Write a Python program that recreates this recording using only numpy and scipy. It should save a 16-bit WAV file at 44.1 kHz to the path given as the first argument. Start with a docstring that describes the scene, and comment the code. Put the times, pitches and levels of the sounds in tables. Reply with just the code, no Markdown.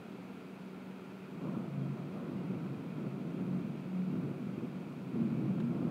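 """Downpour behind an office window

High up in a building, countless raindrops merge into a dull wash behind the closed window,
over the rush and hum of the room's ventilation. Distant thunder rolls in through the glass,
which booms and thuds with it. One drop taps the pane near the end."""
import sys
import numpy as np
from scipy import signal
from scipy.fft import rfft, irfft
from scipy.io import wavfile
from scipy.ndimage import uniform_filter1d

SR = 44100
rng = np.random.default_rng(int(sys.argv[2]) if len(sys.argv) > 2 else 0)


def store_pcm(level_fs):
    """Save levels as 16-bit WAV."""
    pcm = np.round(np.clip(level_fs, -1, 1) * 32767).astype(np.int16)
    wavfile.write(sys.argv[1], SR, np.atleast_2d(pcm).T)


N = 260190
TIME = np.arange(N) / SR


def gain(db):
    """Turn decibels (dB) into a number to multiply by."""
    return 10 ** (np.asarray(db) / 20)


def normalise(x):
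    """Scale x so that its average level (rms) is 1."""
    return x / np.sqrt(np.mean(x ** 2))


def colour(x, points):
    """Shape the bass and treble of x along (Hz, dB) points; the average level comes out as 1."""
    hz, db = np.transpose(points)
    freq = np.maximum(np.fft.rfftfreq(N, 1 / SR), 1)
    curve_db = np.interp(np.log(freq), np.log(hz), db)
    return normalise(irfft(rfft(x) * gain(curve_db), N))


def wander(rate):
    """A smooth random curve, about 1 in size, that changes about rate times a second."""
    freq = np.fft.rfftfreq(N, 1 / SR)
    return normalise(irfft(rfft(rng.standard_normal(N)) * np.exp(-(freq / rate) ** 2), N))


def impacts(rate, spread_db):
    """Randomly timed clicks of uneven size, about rate of them a second."""
    hits = (rng.random(N) < rate / SR) * rng.choice([-1, 1], N)
    return hits * gain(spread_db * np.clip(rng.standard_normal(N), -2, 2))


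# The rush of air. Each row: frequency in Hz, relative level in dB.
AIR_SPECTRUM = [(25, -35), (45, -30), (65, -18), (95, -14.5), (130, -2.5), (190, 3), (220, 2.5), (252, 6),
                (320, -2), (470, -4.5), (620, -16.5), (1200, -45.5)]
# Fan hum and motor whine. Each row: pitch in Hz, average level in dB, waver in dB.
FAN_TONES = [(188, -50, 1.7), (376.2, -60.8, 1.8), (940, -78, 3), (1366, -78, 3), (2264, -81, 4),
             (3222, -80.5, 3), (4597, -96, 4)]
def ventilation(drift_hz_per_db=1.085):
    """Air rushes from the vents; the fan's tones waver in level and pitch."""
    out = colour(rng.standard_normal(N), AIR_SPECTRUM) * gain(-49.5 + .5 * wander(11))
    for hz, db, waver_db in FAN_TONES:
        pitch = hz + drift_hz_per_db * waver_db * wander(8.55)
        tone = np.sin(2 * np.pi * np.cumsum(pitch) / SR)
        out += normalise(tone * gain(waver_db * wander(8.1))) * gain(db)
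    return out


# Rain dulled by the closed window. Each row: frequency in Hz, relative level in dB.
RAIN_SPECTRUM = [(300, -16), (650, 2.5), (830, -1), (930, -.5), (1170, -3.5), (1380, 0), (1620, -8.5),
                 (1900, -9.5), (2500, -5), (3100, -15), (3600, -16), (4800, -21.5), (5150, -28.5),
                 (12000, -51)]
def rain():
    """Thousands of far drops blur together, nearer ones patter, and sheets of rain swell slightly."""
    far = colour(impacts(rate=14000, spread_db=3), RAIN_SPECTRUM) * gain(-58.0 + 0.42 * wander(1.5))
    near = colour(impacts(rate=700, spread_db=3), RAIN_SPECTRUM) * gain(-68.0 + 0.77 * wander(2.7))
    return far + near


# The splash of a drop. Each row: frequency in Hz, relative level in dB.
SPLASH_SPECTRUM = [(400, -8), (1400, 5), (2000, -1), (3600, -5), (5500, -21), (10000, -26), (15000, -36)]
# A drop hitting the pane. Each row: time in seconds, peak level in dB.
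DROP_TAPS = [(5.602, -44.5)]
def drop_tap(rise_s=0.0018, decay_s=0.0074):
    """A wind-blown drop splashes on the glass in a tiny burst of noise."""
    out = np.zeros(N)
    for when, db in DROP_TAPS:
        age = TIME - when
        burst = np.exp(-np.maximum(-age / rise_s, age / decay_s))
        splash = burst * colour(rng.standard_normal(N), SPLASH_SPECTRUM)
        out += gain(db) * splash / np.abs(splash).max()
    return out


def peal(start, hold, rise_s=0.076, fade_db_per_s=57):
    """The loudness of one peal of thunder: it builds smoothly, holds, then dies away."""
    age = TIME - start
    rise = np.sin(np.pi / 2 * np.clip(age / rise_s, 0, 1))
    return rise * gain(-fade_db_per_s * np.maximum(age - rise_s - hold, 0))


# The thunder's deep body. Each row: frequency in Hz, relative level in dB.
BODY_SPECTRUM = [(30, -58), (55, -37), (80, -25.5), (108, -15.5), (135, -0.5), (175, 0.5), (235, -3),
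                 (290, -7.5), (340, -8), (410, -18.5), (600, -30.5), (1200, -77)]
# Its upper rumble. Each row: frequency in Hz, relative level in dB.
UPPER_SPECTRUM = [(200, -30), (340, -3), (480, 1.5), (680, -2), (820, -11), (1050, -8.5), (1350, -11),
                  (1700, -25), (4000, -57)]
# Peals of thunder. Each row: start in seconds, hold in seconds, body in dB, upper rumble in dB.
THUNDER_PEALS = [(1.397, 0.062, -40, -48.5), (1.727, 0.22, -45.5, -57), (2.107, .02, -48, -51.5),
                 (2.218, 0.45, -42.5, -56.5), (2.92, 0.084, -40, -55), (3.18, 0.44, -41.5, -61),
                 (3.353, .06, -44, -55.5), (4.059, .14, -37.5, -55), (4.473, 0.066, -47, -59),
                 (5.108, 0.41, -35.5, -55), (5.675, .15, -36.5, -51.5)]
def thunder(roll_body_db=-45, roll_upper_db=-62.5):
    """Shocks crowd in from along the lightning, a peal for each branch; the glass passes mostly bass."""
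    roll = peal(start=1.293, hold=N / SR)  # keeps going between the peals
    body_power = (roll * gain(roll_body_db)) ** 2
    upper_power = (roll * gain(roll_upper_db)) ** 2
    for start, hold, body_db, upper_db in THUNDER_PEALS:
        swell = peal(start, hold)
        body_power += (swell * gain(body_db)) ** 2
        upper_power += (swell * gain(upper_db)) ** 2
    body = colour(impacts(rate=1500, spread_db=1.5), BODY_SPECTRUM)
    # So many shocks overlap that the roll is even from one moment to the next.
    body /= uniform_filter1d(body ** 2, size=3500) ** 0.47
    upper = colour(impacts(rate=2500, spread_db=1.5), UPPER_SPECTRUM)
    return body * np.sqrt(body_power) + upper * np.sqrt(upper_power)


# Booms of the glass. Each row: middle in seconds, length in seconds, pitch in Hz, mid-boom level in dB.
WINDOW_BOOMS = [(1.844, 0.5, 140, -41.5), (2.51, 0.092, 190, -39), (3.543, 0.32, 182, -39.5),
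                (4.004, 0.27, 185, -33), (4.876, 0.2, 188, -42.5), (5.226, 0.13, 228, -33.5),
                (5.497, 0.059, 200, -32.5), (5.676, 0.11, 237, -35.5)]
def window_booms():
    """Now and then the thunder shakes the window at one pitch, which swells and dies away."""
    out = np.zeros(N)
    for middle, length, hz, db in WINDOW_BOOMS:
        swell = np.cos(np.pi * np.clip((TIME - middle) / length, -.5, .5))
        tone = normalise(np.sin(2 * np.pi * hz * TIME + 0.32 * wander(11)))
        out += gain(db) * swell * tone
    return out


# The pane's own notes. Each row: pitch in Hz, seconds to fade by 60 dB, relative level in dB.
PANE_NOTES = [(133, 0.071, -10), (184.4, 0.12, -1.5), (227.4, 0.12, -0.5), (345, 0.033, -6)]
# Single thuds within the thunder. Each row: time in seconds, peak level in dB.
WINDOW_THUDS = [(1.496, -31), (1.577, -28.5), (2.983, -31), (4.16, -39), (4.359, -32.5), (4.472, -27),
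                (4.581, -30.5), (4.635, -30), (4.695, -35.5), (5.312, -27), (5.624, -27.5), (5.853, -24.5)]
def window_thuds(push_s=0.0068):
    """Stronger shocks push the window softly and make it ring with its own notes."""
    out = np.zeros(N)
    for when, db in WINDOW_THUDS:
        age = TIME - when
        ring = np.zeros(N)
        for hz, fade_s, note_db in PANE_NOTES:
            ring += gain(note_db - 60 * np.maximum(age, 0) / fade_s) * np.sin(2 * np.pi * hz * age)
        # The pressure builds over a few milliseconds, so there is no click.
        ring *= np.exp(-(np.minimum(age, 0) / push_s) ** 2)
        out += gain(db) * ring / np.abs(ring).max()
    return out


def scene():
    """The room inside and the storm outside, on one channel."""
    return (ventilation() + rain() + drop_tap() + thunder() + window_booms() + window_thuds())[None]


# Microphone hiss. Each row: frequency in Hz, relative level in dB.
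HISS_SPECTRUM = [(100, 11.5), (6000, 9), (9000, 5.5), (12000, 2.5), (15500, 1.5)]
def record(dry, bottom_hz=55, top_hz=15700):
    """The microphone loses the deepest bass and adds a faint hiss; the highest treble is cut."""
    bass_cut = signal.butter(3, bottom_hz, "high", fs=SR, output="sos")
    hiss = colour(rng.standard_normal(N), HISS_SPECTRUM) * gain(-73.8)
    treble_cut = signal.ellip(16, .1, 70, top_hz, fs=SR, output="sos")
    return signal.sosfilt(treble_cut, signal.sosfilt(bass_cut, dry) + hiss)


dry = scene()
out = record(dry)
store_pcm(out)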